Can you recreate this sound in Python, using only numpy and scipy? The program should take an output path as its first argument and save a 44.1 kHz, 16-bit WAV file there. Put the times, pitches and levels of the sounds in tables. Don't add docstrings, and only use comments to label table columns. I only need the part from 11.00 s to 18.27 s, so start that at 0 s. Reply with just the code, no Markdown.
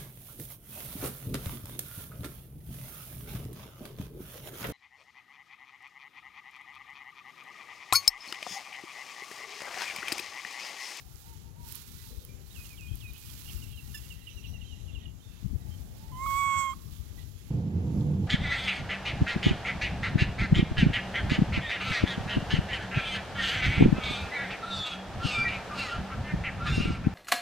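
import sys
import numpy as np
from scipy import signal
from scipy.fft import rfft, irfft, next_fast_len
from scipy.io import wavfile
from scipy.ndimage import map_coordinates

SR = 44100
rng = np.random.default_rng(int(sys.argv[2]) if len(sys.argv) > 2 else 0)


def generate_wav(sig):
    pcm = np.round(np.clip(np.atleast_2d(sig).T, -1, 1) * 32767).astype(np.int16)
    wavfile.write(sys.argv[1], SR, pcm)


def nominal_scale(level):
    x = np.asarray(level, float) / 20
    return 10 ** x


N = 320607
TIME, SIZE = np.arange(N) / SR, next_fast_len(N)
HZ = np.maximum(np.arange(SIZE // 2 + 1) * SR / SIZE, 1)
SCENE_CHANGE_S = 6.495

# pitch_hz, level_db (per Hz)
AIR_SPECTRUM = [(170, -14), (350, 9), (600, -3.5), (1500, -6), (2400, -5), (3400, -3), (4700, -6),
                (6800, -2.5), (7600, -5), (8600, -20), (10500, -7.5), (11500, -3.5), (12600, -14),
                (16000, -25)]
# start_s, level_db
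TREE_BREEZE = [(0, -3), (.25, -5), (.4, -5), (.6, 2.5), (.8, -7), (1.12, -13), (1.25, -2), (1.4, -3),
               (1.6, -2), (2.75, -3), (3.3, -2), (4.4, 2), (5.1, 3), (5.6, 3), (5.85, -7), (6.2, 1.5),
               (6.35, -4), (6.5, 2)]
# start_s, peak_db, spread_s
GRASS_BRUSHES = [(0, -55, 0.023), (.22, -54, 0.17), (.74, -43.5, 0.072), (1.0, -48.5, 0.2),
                 (1.63, -48, 0.1), (2.0, -53.5, 0.046), (2.28, -48, 0.088), (2.51, -46, 0.14),
                 (2.96, -49, 0.13), (3.15, -55.5, 0.079), (3.4, -57, 0.17), (4.3, -75, .08),
                 (4.72, -60.5, 0.35), (5.34, -44, 0.083), (5.65, -55, 0.058), (5.92, -55, 0.075),
                 (6.19, -56, 0.019), (6.42, -80, 0.19), (2.2, -53.5, 0.56), (5.6, -55.5, 0.87)]
# pitch_hz, level_db (per Hz)
RUSTLE_SPECTRUM = [(530, -44), (900, -10.5), (1250, -8.5), (1470, -7.5), (1590, -10), (4100, -3),
                   (8760, -6.5), (12900, -2), (15200, -4.5), (16000, 0.5)]

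# start_s, level_db
BREEZE = [(0, -50), (.5, -43), (1.0, -44.5), (1.62, -45), (2.0, -42), (2.25, -45.5), (2.62, -38.5),
          (2.75, -43.5), (2.95, -40.5), (3.25, -44), (3.4, -39), (4.25, -42.5), (4.42, -45.5), (4.5, -31.5),
          (4.62, -38.5), (5.65, -42), (5.9, -37.5), (6.4, -41)]
# pitch_hz, level_db (per Hz)
WIND_COVERED = [(18, -32), (35, -5), (60, 0.5), (100, -1), (160, -10.5), (270, -19), (450, -36.5),
                (700, -53.5)]
WIND_OPEN = [(18, -8), (40, -21), (90, -1), (140, -9.5), (220, -10), (450, -21.5), (900, -23.5)]
# start_s, peak_db, pitch_hz, length_s
WIND_BUFFETS = [(1.168, -36.5, 68, 0.032), (1.904, -30, 89, 0.024), (1.923, -36.5, 55, 0.044),
                (2.024, -43, 111, 0.036), (2.537, -33, 75, 0.045), (4.426, -36.5, 120, 0.0079),
                (4.442, -28.5, 108, 0.013), (4.453, -27.5, 137, 0.017), (4.502, -32.5, 66, 0.031),
                (4.527, -35, 199, 0.014), (4.534, -33, 72, 0.025), (4.549, -27, 87.5, 0.022),
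                (4.697, -41, 72.7, 0.055), (0.131, -50, 59, 0.044), (0.296, -51, 70, 0.047),
                (1.564, -41.5, 75, 0.052), (2.096, -41.5, 59, 0.044), (2.624, -42, 128, 0.028),
                (3.341, -40, 67, 0.048), (3.712, -41, 65, 0.043), (3.821, -39, 81, 0.038),
                (3.955, -39, 70, 0.048), (4.049, -44, 75, 0.043), (5.34, -38.5, 67, 0.033),
                (5.901, -43, 62, 0.038), (5.986, -40, 69.4, 0.038), (6.169, -44, 57, .04)]
# start_s, peak_db, spread_s
OPEN_GUSTS = [(.62, -58, 0.12), (1.2, -62.5, 0.16), (1.62, -58, 0.066), (2.22, -60.5, 0.26),
              (2.68, -60.5, 0.24), (3.2, -66.5, 0.19), (3.56, -53.5, 0.065), (4.0, -56, 0.24),
              (4.62, -52, 0.094), (4.9, -52, 0.097), (5.35, -51, 0.4), (5.75, -62, 0.035),
              (6.22, -58, 0.13), (6.49, -53, 0.046)]
# pitch_hz, level_db
COVER_RESPONSE = [(100, 2), (600, -6.5), (1100, -11.5), (2200, -7), (3000, -13), (4500, -25), (7700, -37),
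                  (9000, -25), (16000, -53)]
# pitch_hz, level_db (per Hz)
COVERED_HISS = [(400, -4), (800, 5), (1200, 7), (2200, -2.5), (3200, -5), (4500, -13), (6000, -21),
                (7700, -48), (9000, -22.5), (11000, -8.5), (14000, -12), (16000, -9)]

# start_s, level_db
MOTOR_LOAD = [
    (6.502, -28.5),
    (6.7, -31),
    (6.77, -28.5),
    (6.85, -30),
    (7.12, -27),
    (7.27, -30),
]
# pitch_hz, level_db (per Hz)
MOTOR_RUMBLE = [(12, -58.5), (20, -25), (54, -13), (76, -1), (146, -3), (202, -3.5), (272, -17.5),
                (298, -9.5), (327, -26), (496, -20.5), (557, -30.5), (884, -33.5), (1040, -42.5),
                (1730, -54), (5000, -52), (6500, -56), (11000, -120)]
# multiple of the firing rate, level_db
FIRING_ORDERS = [(2, -41), (3, -7), (4, -8.5), (5, -14.5), (6, -28), (7, -15.5), (8, -18), (10, -27)]
# start_s, pitch_hz, level_db, spread_s
LOOSE_PANELS = [(6.52, 86, -1, .025), (6.57, 122, -1, .03), (6.61, 90, -2, .025), (6.77, 86, 1.5, .05),
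                (6.71, 172, -3, .035), (7.0, 146, -1.5, .025), (7.11, 150, 2.5, .04), (7.18, 195, 1, .025),
                (7.22, 100, 0, .035)]
# pitch_hz, level_db
MOTOR_UNSHARED = [(30, -2), (90, -32), (160, -17), (400, -9.5), (800, -8.5), (1500, 3.5), (3500, 0.5)]

# start_s, length_s, pitch_hz,
# width_hz, level_db
FAR_CHORUS = [(2.95, .85, 1960, 170, -73), (3.2, .36, 3950, 300, -67), (1.52, 2.6, 2920, 930, -66),
              (-2, 6.3, 790, 41, -78.5), (3.6, .5, 3100, 700, -63), (.68, .12, 3600, 2000, -60),
              (1.1, 0.08, 450, 130, -57), (1.18, .25, 450, 170, -62), (4.22, .22, 3580, 300, -64),
              (6.18, .06, 3200, 1800, -59), (0.85, 0.4, 3500, 800, -66), (-0.5, 0.79, 800, 210, -70),
              (.8, .42, 3950, 500, -66), (3.5, .56, 5850, 300, -74), (3.55, .5, 3850, 500, -67),
              (5.75, .08, 1050, 300, -62), (5.8, .28, 1150, 450, -67), (5.9, .11, 3250, 900, -63),
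              (6.28, .2, 3250, 250, -69), (.1, .25, 1380, 200, -71), (.66, .4, 1430, 150, -71),
              (2.68, .22, 3950, 300, -66)]
# start_s, length_s, pitch_hz, level_db
DOVE_NOTES = [
    (.24, 0.13, 848, -60.5),
    (.44, 0.065, 850, -64),
    (.56, 0.12, 880.4, -54),
    (1.02, 0.057, 858, -62.5),
    (4.65, 0.074, 800, -65),
    (5.0, 0.14, 825, -58),
]
# start_s, length_s, pitch_hz, level_db
LOW_NOTES = [(2.08, 0.033, 1920, -69), (4.01, 0.05, 1900, -65), (3.83, .03, 1920, -71),
             (2.83, .035, 1900, -65), (4.28, .02, 1900, -69), (4.61, .028, 1920, -67),
             (6.18, .035, 1930, -67), (.97, 0.071, 1950, -70), (5.085, .03, 1920, -66)]
FAR_NOTES = [(.88, 0.015, 3190, -66), (1.1, .04, 3900, -67), (1.51, .02, 3720, -59),
             (2.07, 0.039, 3760, -59), (3.3, 0.075, 3850, -64), (3.41, .096, 3830, -69),
             (3.66, .06, 3930, -65), (3.9, .02, 4000, -66), (4.215, .015, 3550, -67),
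             (4.245, 0.015, 3550, -62), (4.61, .03, 3800, -68), (4.71, .04, 3050, -65)]
HIGH_NOTES = [(3.3, 0.058, 5680, -58.5), (3.375, .05, 5620, -60), (3.472, 0.05, 5600, -57.5),
              (3.53, .05, 5700, -63), (3.63, 0.073, 5800, -73), (3.72, .04, 5800, -71),
              (3.885, 0.05, 5600, -70), (3.99, .045, 5620, -70), (3.57, .04, 5850, -69),
              (3.79, 0.056, 5650, -75)]
# start_s, length_s, end_hz, fall_hz, level_db
SLIDES = [(1.833, 0.013, 2780, 100, -56), (1.885, 0.0093, 3190, 50, -54), (1.919, .012, 3100, 150, -56),
          (1.935, .012, 3350, -100, -58), (2.29, 0.017, 3170, 380, -52), (3.65, .012, 3150, -50, -54),
          (3.675, .025, 3100, 100, -53), (3.708, .008, 2900, 200, -51), (3.727, 0.02, 2780, 150, -50),
          (3.925, .02, 3340, 300, -57), (4.205, 0.01, 3150, -50, -58), (4.01, .012, 3050, 100, -58),
          (4.058, .006, 2800, 200, -46), (4.078, .01, 2750, 150, -56), (1.225, .03, 2990, 350, -63),
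          (4.29, .1, 2620, 100, -66), (2.728, .045, 3080, 250, -58), (1.1, .03, 3900, 600, -63),
          (3.77, .03, 2800, 200, -59), (4.04, .015, 3500, 100, -60), (3.04, .012, 3000, 100, -58),
          (3.19, .02, 3200, -50, -59)]
# start_s, level_db
SOFT_PEEPS = [(2.56, -55), (2.725, -54.5), (2.885, -59), (3.035, -57), (3.204, -57.5), (3.368, -48),
              (3.538, -47), (3.78, -61.5), (3.879, -52)]
SHARP_CHIPS = [(2.621, -49), (2.774, -46), (2.941, -44.5), (3.103, -42.5), (3.27, -43), (3.441, -44),
               (3.61, -48), (3.95, -46.5)]
# start_s, length_s, end_hz, fall_hz, level_db
NEAR_PHRASE = [(1.29, 0.022, 2383, 0, -57), (1.544, 0.098, 2490, 1300, -51.5),
               (1.644, 0.03, 2740, 602, -55), (1.705, 0.044, 2435, 150, -54),
               (1.735, 0.018, 2305, 100, -54.5), (1.777, 0.11, 2450, 1062, -50.5),
               (1.905, 0.047, 2500, 150, -59), (2.008, 0.11, 2440, 1395, -49.5),
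               (2.145, 0.026, 2520, 172, -55.5), (2.18, 0.076, 2460, 60, -64), (2.29, 0.01, 2405, 200, -56),
               (2.46, 0.054, 2780, 150, -54), (5.12, 0.069, 3040, 132, -73)]

# start_s, length_s, pitch_hz, level_db, upper_boost_db
STALK_SQUEAKS = [
    (2.944, 0.025, 1747, -39, 2),
    (2.972, 0.023, 1738, -53.5, 12.5),
]
# multiple, level_db
SQUEAK_PARTIALS = [(1, -0.5), (2, -9), (3, -3.5), (4, -9.5), (5, -15), (6, -10), (7, -7), (8, -18)]
# start_s, peak_db, pitch_hz
DRY_SNAPS = [(0.158, -42.5, 5640), (0.336, -45, 14800), (0.6873, -33, 13200), (0.724, -26, 14800),
             (0.7544, -24, 13000), (1.2503, -29.5, 14100), (1.8097, -40, 6670), (1.956, -32.5, 12800),
             (2.135, -34.5, 15500), (2.18, -39, 14690), (2.7846, -41, 14400), (6.195, -47, 3300),
             (7.01, -43.5, 3500)]

# start_s, pitch_hz, first_partial_db, effort_db (second partial against the first)
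COO_LINE = [
    (5.115, 1040, -47, -17),
    (5.14, 1005, -45, -26),
    (5.175, 1025, -41, -18),
    (5.228, 1082, -31.5, -13),
    (5.345, 1078, -27.5, -12),
    (5.41, 1087, -26, -7.5),
    (5.59, 1080, -27, -7.5),
    (5.70, 1054, -31, -12),
    (5.737, 1033, -40, -15),
]
# start_s, pitch_jump_hz, width_s
VOICE_BREAKS = [
    (5.2633, 134, 0.0018),
    (5.7357, 90, 0.0025),
]
# start_s, pitch_hz (shift), width_s
PITCH_PUSHES = [
    (5.398, 16, 0.03),
    (5.468, 6, .015),
    (5.55, -5, .02),
    (5.742, 50, .012),
]
# multiple, level_db (against it)
UPPER_PARTIALS = [(4, -22), (5, -14), (6, -6), (8, -22), (10, -22), (12, -22), (13, -21), (14, -26)]
# start_s, level_db
MOUTH_AIR = [
    (5.3, -52),
    (5.42, -52),
    (5.5, -46),
    (5.58, -44),
    (5.66, -49),
    (5.74, -58),
]
# pitch_hz, width_hz, level_db
MOUTH_RESONANCES = [(1404, 310, 0.5), (2380, 1400, -2.5), (6960, 2400, -0.5)]


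def rms_one(x):
    return x / np.sqrt(np.mean(x ** 2) + 1e-20)


def in_time(rows, outside=None):
    s, *columns = np.transpose(rows)
    return [np.interp(TIME, s, column, outside, outside) for column in columns]


def at_hz(points):
    hz, db = np.transpose(points)
    return nominal_scale(np.interp(np.log(HZ), np.log(hz), db, -120, -120))


def coloured(x, gains):
    return irfft(rfft(x, SIZE) * gains, SIZE)[..., :N]


def bell(s, width):
    return np.exp(-((TIME - s) / width) ** 2)


def flicker(db, rate):
    knots = rng.standard_normal(400)
    place = TIME[::16] * rate * 2 % 390 + 3
    return nominal_scale(db * map_coordinates(knots, [place], order=3)).repeat(16)[:N]


def patchy_noise(spectrum, patchy_db, rate, grain_db=0):
    white = rng.standard_normal(N) * nominal_scale(grain_db * np.minimum(rng.exponential(1, N), 5))
    noise = rfft(rms_one(coloured(white, at_hz(spectrum))), SIZE)
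    out, octaves = np.zeros(N), np.log2(HZ)
    lowest, highest = np.floor(np.log2(spectrum[0][0])), np.log2(spectrum[-1][0])
    for octave in np.arange(lowest, highest + 1):
        band = irfft(noise * np.clip(1 - abs(octaves - octave), 0, 1), SIZE)[:N]
        out += band * flicker(patchy_db, rate)
    return out * flicker(patchy_db, rate)


def swells(rows, rest_db):
    power = nominal_scale(rest_db) ** 2
    for s, db, spread in rows:
        power = power + (nominal_scale(db) * np.exp(-.5 * ((TIME - s) / spread) ** 2)) ** 2
    return np.sqrt(power) * (TIME < SCENE_CHANGE_S)


def resonance(x, hz, width_hz):
    r = np.exp(-np.pi * width_hz / SR)
    poles = [1, -2 * r * np.cos(2 * np.pi * hz / SR), r * r]
    return signal.lfilter([(1 - r * r) / 2, 0, (r * r - 1) / 2], poles, x)


def add(out, s, piece):
    i = round(s * SR)
    out[i:i + len(piece)] += piece[:N - i]


def echoes(x, db, t60):
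    t = np.arange(SR // 4) / SR
    tail = rng.standard_normal(SR // 4) * nominal_scale(-60 * t / t60) * np.clip(t / 0.0077, 0, 1)
    return x + nominal_scale(db) * signal.fftconvolve(x, tail / np.sqrt(np.sum(tail ** 2)))[:N]


def still_air():
    air = nominal_scale(-58.5) * patchy_noise(AIR_SPECTRUM, patchy_db=1.5, rate=3.7)
    trees_top_hz = 2800
    dull = coloured(air, (HZ > 550) / (1 + (HZ / trees_top_hz) ** 4))
    return air + dull * (nominal_scale(in_time(TREE_BREEZE)[0]) - 1)


def port_hiss():
    return nominal_scale(-69) * rms_one(coloured(rng.standard_normal(N), at_hz(COVERED_HISS)))


def wind():
    eddies = (TIME < SCENE_CHANGE_S) * nominal_scale(in_time(BREEZE)[0])
    eddies = eddies * patchy_noise(WIND_COVERED, patchy_db=2.0, rate=11)
    buffets = np.zeros(N)
    puff_band = signal.butter(4, [120, 380], "band", fs=SR, output="sos")
    puffs = rms_one(signal.sosfilt(puff_band, rng.standard_normal(N)))
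    for s, db, hz, length in WIND_BUFFETS:
        t = np.arange(int(length * SR)) / SR
        swing = np.sin(2 * np.pi * hz * t) + 0.055 * puffs[round(s * SR):][:len(t)]
        add(buffets, s, nominal_scale(db + 9.5) * swing * np.sin(np.pi * t / length) ** 2)
    gusts = nominal_scale(1.5) * swells(OPEN_GUSTS, rest_db=-75.5) * patchy_noise(WIND_OPEN, patchy_db=2.0, rate=6)
    return np.array([eddies + buffets, gusts + nominal_scale(-24) * resonance(eddies, 160, 120)])


def grass():
    return swells(GRASS_BRUSHES, rest_db=-73) * patchy_noise(RUSTLE_SPECTRUM, patchy_db=0.94, rate=25, grain_db=3.5)


def motor():
    firing_hz, cover_top_hz = 49.04, 4200
    body = patchy_noise(MOTOR_RUMBLE, patchy_db=1.1, rate=14)
    turn = 2 * np.pi * np.cumsum(flicker(.16, 4)) / SR
    tones = np.zeros(N)
    for k, db in FIRING_ORDERS:
        hz = k * firing_hz
        tones += nominal_scale(db - 5.5) * flicker(3.9, 7) * np.sin(hz * turn + hz)
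    for s, hz, db, spread in LOOSE_PANELS:
        tones += nominal_scale(db) * np.exp(-.5 * ((TIME - s) / spread) ** 2) * np.sin(hz * turn)
    apart = coloured(np.roll(body, SR), at_hz(MOTOR_UNSHARED))
    left = (0.83 * body + tones + apart) * nominal_scale(-1.5)
    right = (0.83 * body + tones - apart) * nominal_scale(1.2)
    left = coloured(left, 1 / (1 + (HZ / cover_top_hz) ** 4))
    fade = np.clip((TIME - SCENE_CHANGE_S - .007) / .006, 0, 1)
    fade = fade * np.clip((TIME[-1] - TIME) / .001 + .4, 0, 1)
    return fade * nominal_scale(in_time(MOTOR_LOAD)[0]) * np.array([left, right])


def whistles(notes, bend, arch_hz=0, onset=0.66):
    out = np.zeros(N)
    for s, length, hz, *fall, db in notes:
        u = np.linspace(0, 1, int((length + 0.0094) * SR))
        fall_left = (np.exp(-u / bend) - np.exp(-1 / bend)) / (1 - np.exp(-1 / bend))
        pitch = hz + sum(fall) * fall_left + arch_hz * np.sin(np.pi * u ** 0.75)
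        phase = 2 * np.pi * np.cumsum(pitch) / SR
        tone = np.sin(phase) + nominal_scale(-41) * np.sin(2 * phase)
        add(out, s - .004, nominal_scale(db + 3.0) * np.sin(np.pi * u ** onset) ** .5 * tone)
    return out


def chorus():
    out = np.zeros(N)
    for start, length, hz, width, db in FAR_CHORUS:
        band = rms_one(resonance(resonance(rng.standard_normal(N), hz, width), hz, width))
        edges = np.clip(np.minimum(TIME - start, start + length - TIME) / 0.0092, 0, 1)
        out += nominal_scale(db) * flicker(5.4, 9) ** min(length, 1) * band * edges
    return out


def far_birds():
    far = whistles(FAR_NOTES, bend=1, arch_hz=88) + whistles(LOW_NOTES, bend=1, arch_hz=24.8)
    dove = whistles(DOVE_NOTES, bend=1, arch_hz=75.0, onset=1.0)
    return echoes(far * flicker(4.5, 45), db=-4, t60=0.2) + echoes(dove * flicker(1.0, 16), db=-3, t60=0.61)


def near_birds():
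    # start_s, length_s, end_hz, fall_hz, level_db
    peeps = [(s, 0.0296, 2710, 270, db) for s, db in SOFT_PEEPS]
    chips = [(s + .004, 0.0232, 2685, 337, db) for s, db in SHARP_CHIPS]
    rough = whistles(SLIDES, bend=0.89)
    rough += whistles(peeps, bend=0.54, onset=1.4) + whistles(chips, bend=0.43, onset=0.48)
    rough += whistles(HIGH_NOTES, bend=1, arch_hz=300, onset=0.59)
    waver = flicker(2.1, 55)
    phrase = whistles(NEAR_PHRASE, bend=0.14, onset=0.61)
    return echoes(phrase * waver ** 0.79 + rough * waver, db=-9.0, t60=0.4)


def stalks():
    out = np.zeros(N)
    for s, length, hz, db, upper_db in STALK_SQUEAKS:
        t = np.arange(int(length * SR)) / SR
        tone = np.zeros(len(t))
        for k, level_db in SQUEAK_PARTIALS:
            tone += nominal_scale(level_db + upper_db * (k > 1)) * np.sin(2 * np.pi * k * hz * t + k * k)
        add(out, s, nominal_scale(db) * tone * np.sin(np.pi * (t / length) ** 0.5))
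    for s, db, hz in DRY_SNAPS:
        burst = rng.standard_normal(300) * np.exp(-np.arange(300) / 22)
        crack = resonance(burst, min(hz, 15000), 0.21 * hz)
        add(out, s, nominal_scale(db + 5.5) * crack / abs(crack).max())
    return out


def monkey():
    pitch, first_db, effort_db = in_time(COO_LINE)
    opened = TIME - VOICE_BREAKS[0][0]
    first_db = first_db + 1.5 * np.clip(opened / 0.003, 0, 1)
    shut_db = -17.5 - 350 * np.clip(opened + .1, 0, 1)
    open_db = -24.5 + 17.5 * np.clip(opened, 0, 1)
    third_db = first_db + np.where(opened > 0, open_db, shut_db)
    catch_db = 4
    third_db = third_db - catch_db * bell(5.303, .006)
    effort_db = effort_db - catch_db * np.exp(-((opened + 0.0074) / 0.0042) ** 2)
    second_db = first_db + effort_db
    seventh_db = first_db - 20.5 + 0.42 * effort_db + 2 * np.clip(opened - .3, -.5, .5)

    pitch = pitch + 20 * (opened > 0) + sum(hz * bell(s, width) for s, hz, width in PITCH_PUSHES)
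    breaks = sum(jump * bell(s, width) for s, jump, width in VOICE_BREAKS)
    first_db = first_db + 0.016 * breaks
    phase = 2 * np.pi * np.cumsum(pitch * flicker(0.013, 25)) / SR
    skip = 2 * np.pi * np.cumsum(breaks) / SR
    settled = skip[round(COO_LINE[5][0] * SR)] - .4
    voice = nominal_scale(first_db) * np.cos(phase + skip)
    voice += nominal_scale(second_db) * np.cos(2 * phase + skip + settled)
    voice += nominal_scale(third_db) * np.cos(3 * phase + .7 * np.clip(skip - settled - .4, 0, None))
    upper = np.cos(7 * phase) + sum(nominal_scale(db) * np.sin(k * phase) for k, db in UPPER_PARTIALS)
    voice += nominal_scale(seventh_db + 6.0) * flicker(2.5, 17) * upper
    gate = np.clip((TIME - COO_LINE[0][0]) / 0.01, 0, 1) * np.clip(1 - (TIME - COO_LINE[-1][0]) / 0.005, 0, 1)

    white, air = rng.standard_normal(N), np.zeros(N)
    for hz, width, db in MOUTH_RESONANCES:
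        air += nominal_scale(db) * resonance(resonance(white, hz, width), hz, width) / np.sqrt(width)
    breath = nominal_scale(in_time(MOUTH_AIR, -120)[0]) * rms_one(air)
    return echoes(nominal_scale(3.0) * gate * voice + breath, db=-29, t60=.45)


def scene():
    leaves = still_air() + grass()
    far = chorus() + far_birds() + near_birds()
    near = stalks() + monkey()
    late_far = nominal_scale(-3.5) * np.roll(far, 17)
    late_leaves = nominal_scale(-3.5) * resonance(np.roll(leaves, 900), 3600, 4500)
    covered = coloured(np.roll(near, -3) + late_far + late_leaves, at_hz(COVER_RESPONSE))
    return np.array([covered + port_hiss(), near + far + leaves]) + wind() + motor()


def top_cut(x):
    return signal.sosfilt(signal.butter(12, 15850, fs=SR, output="sos"), x)


def record(dry):
    mix = coloured(dry, HZ < 15840)
    return top_cut(mix)


dry = scene()
out = record(dry)
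generate_wav(out)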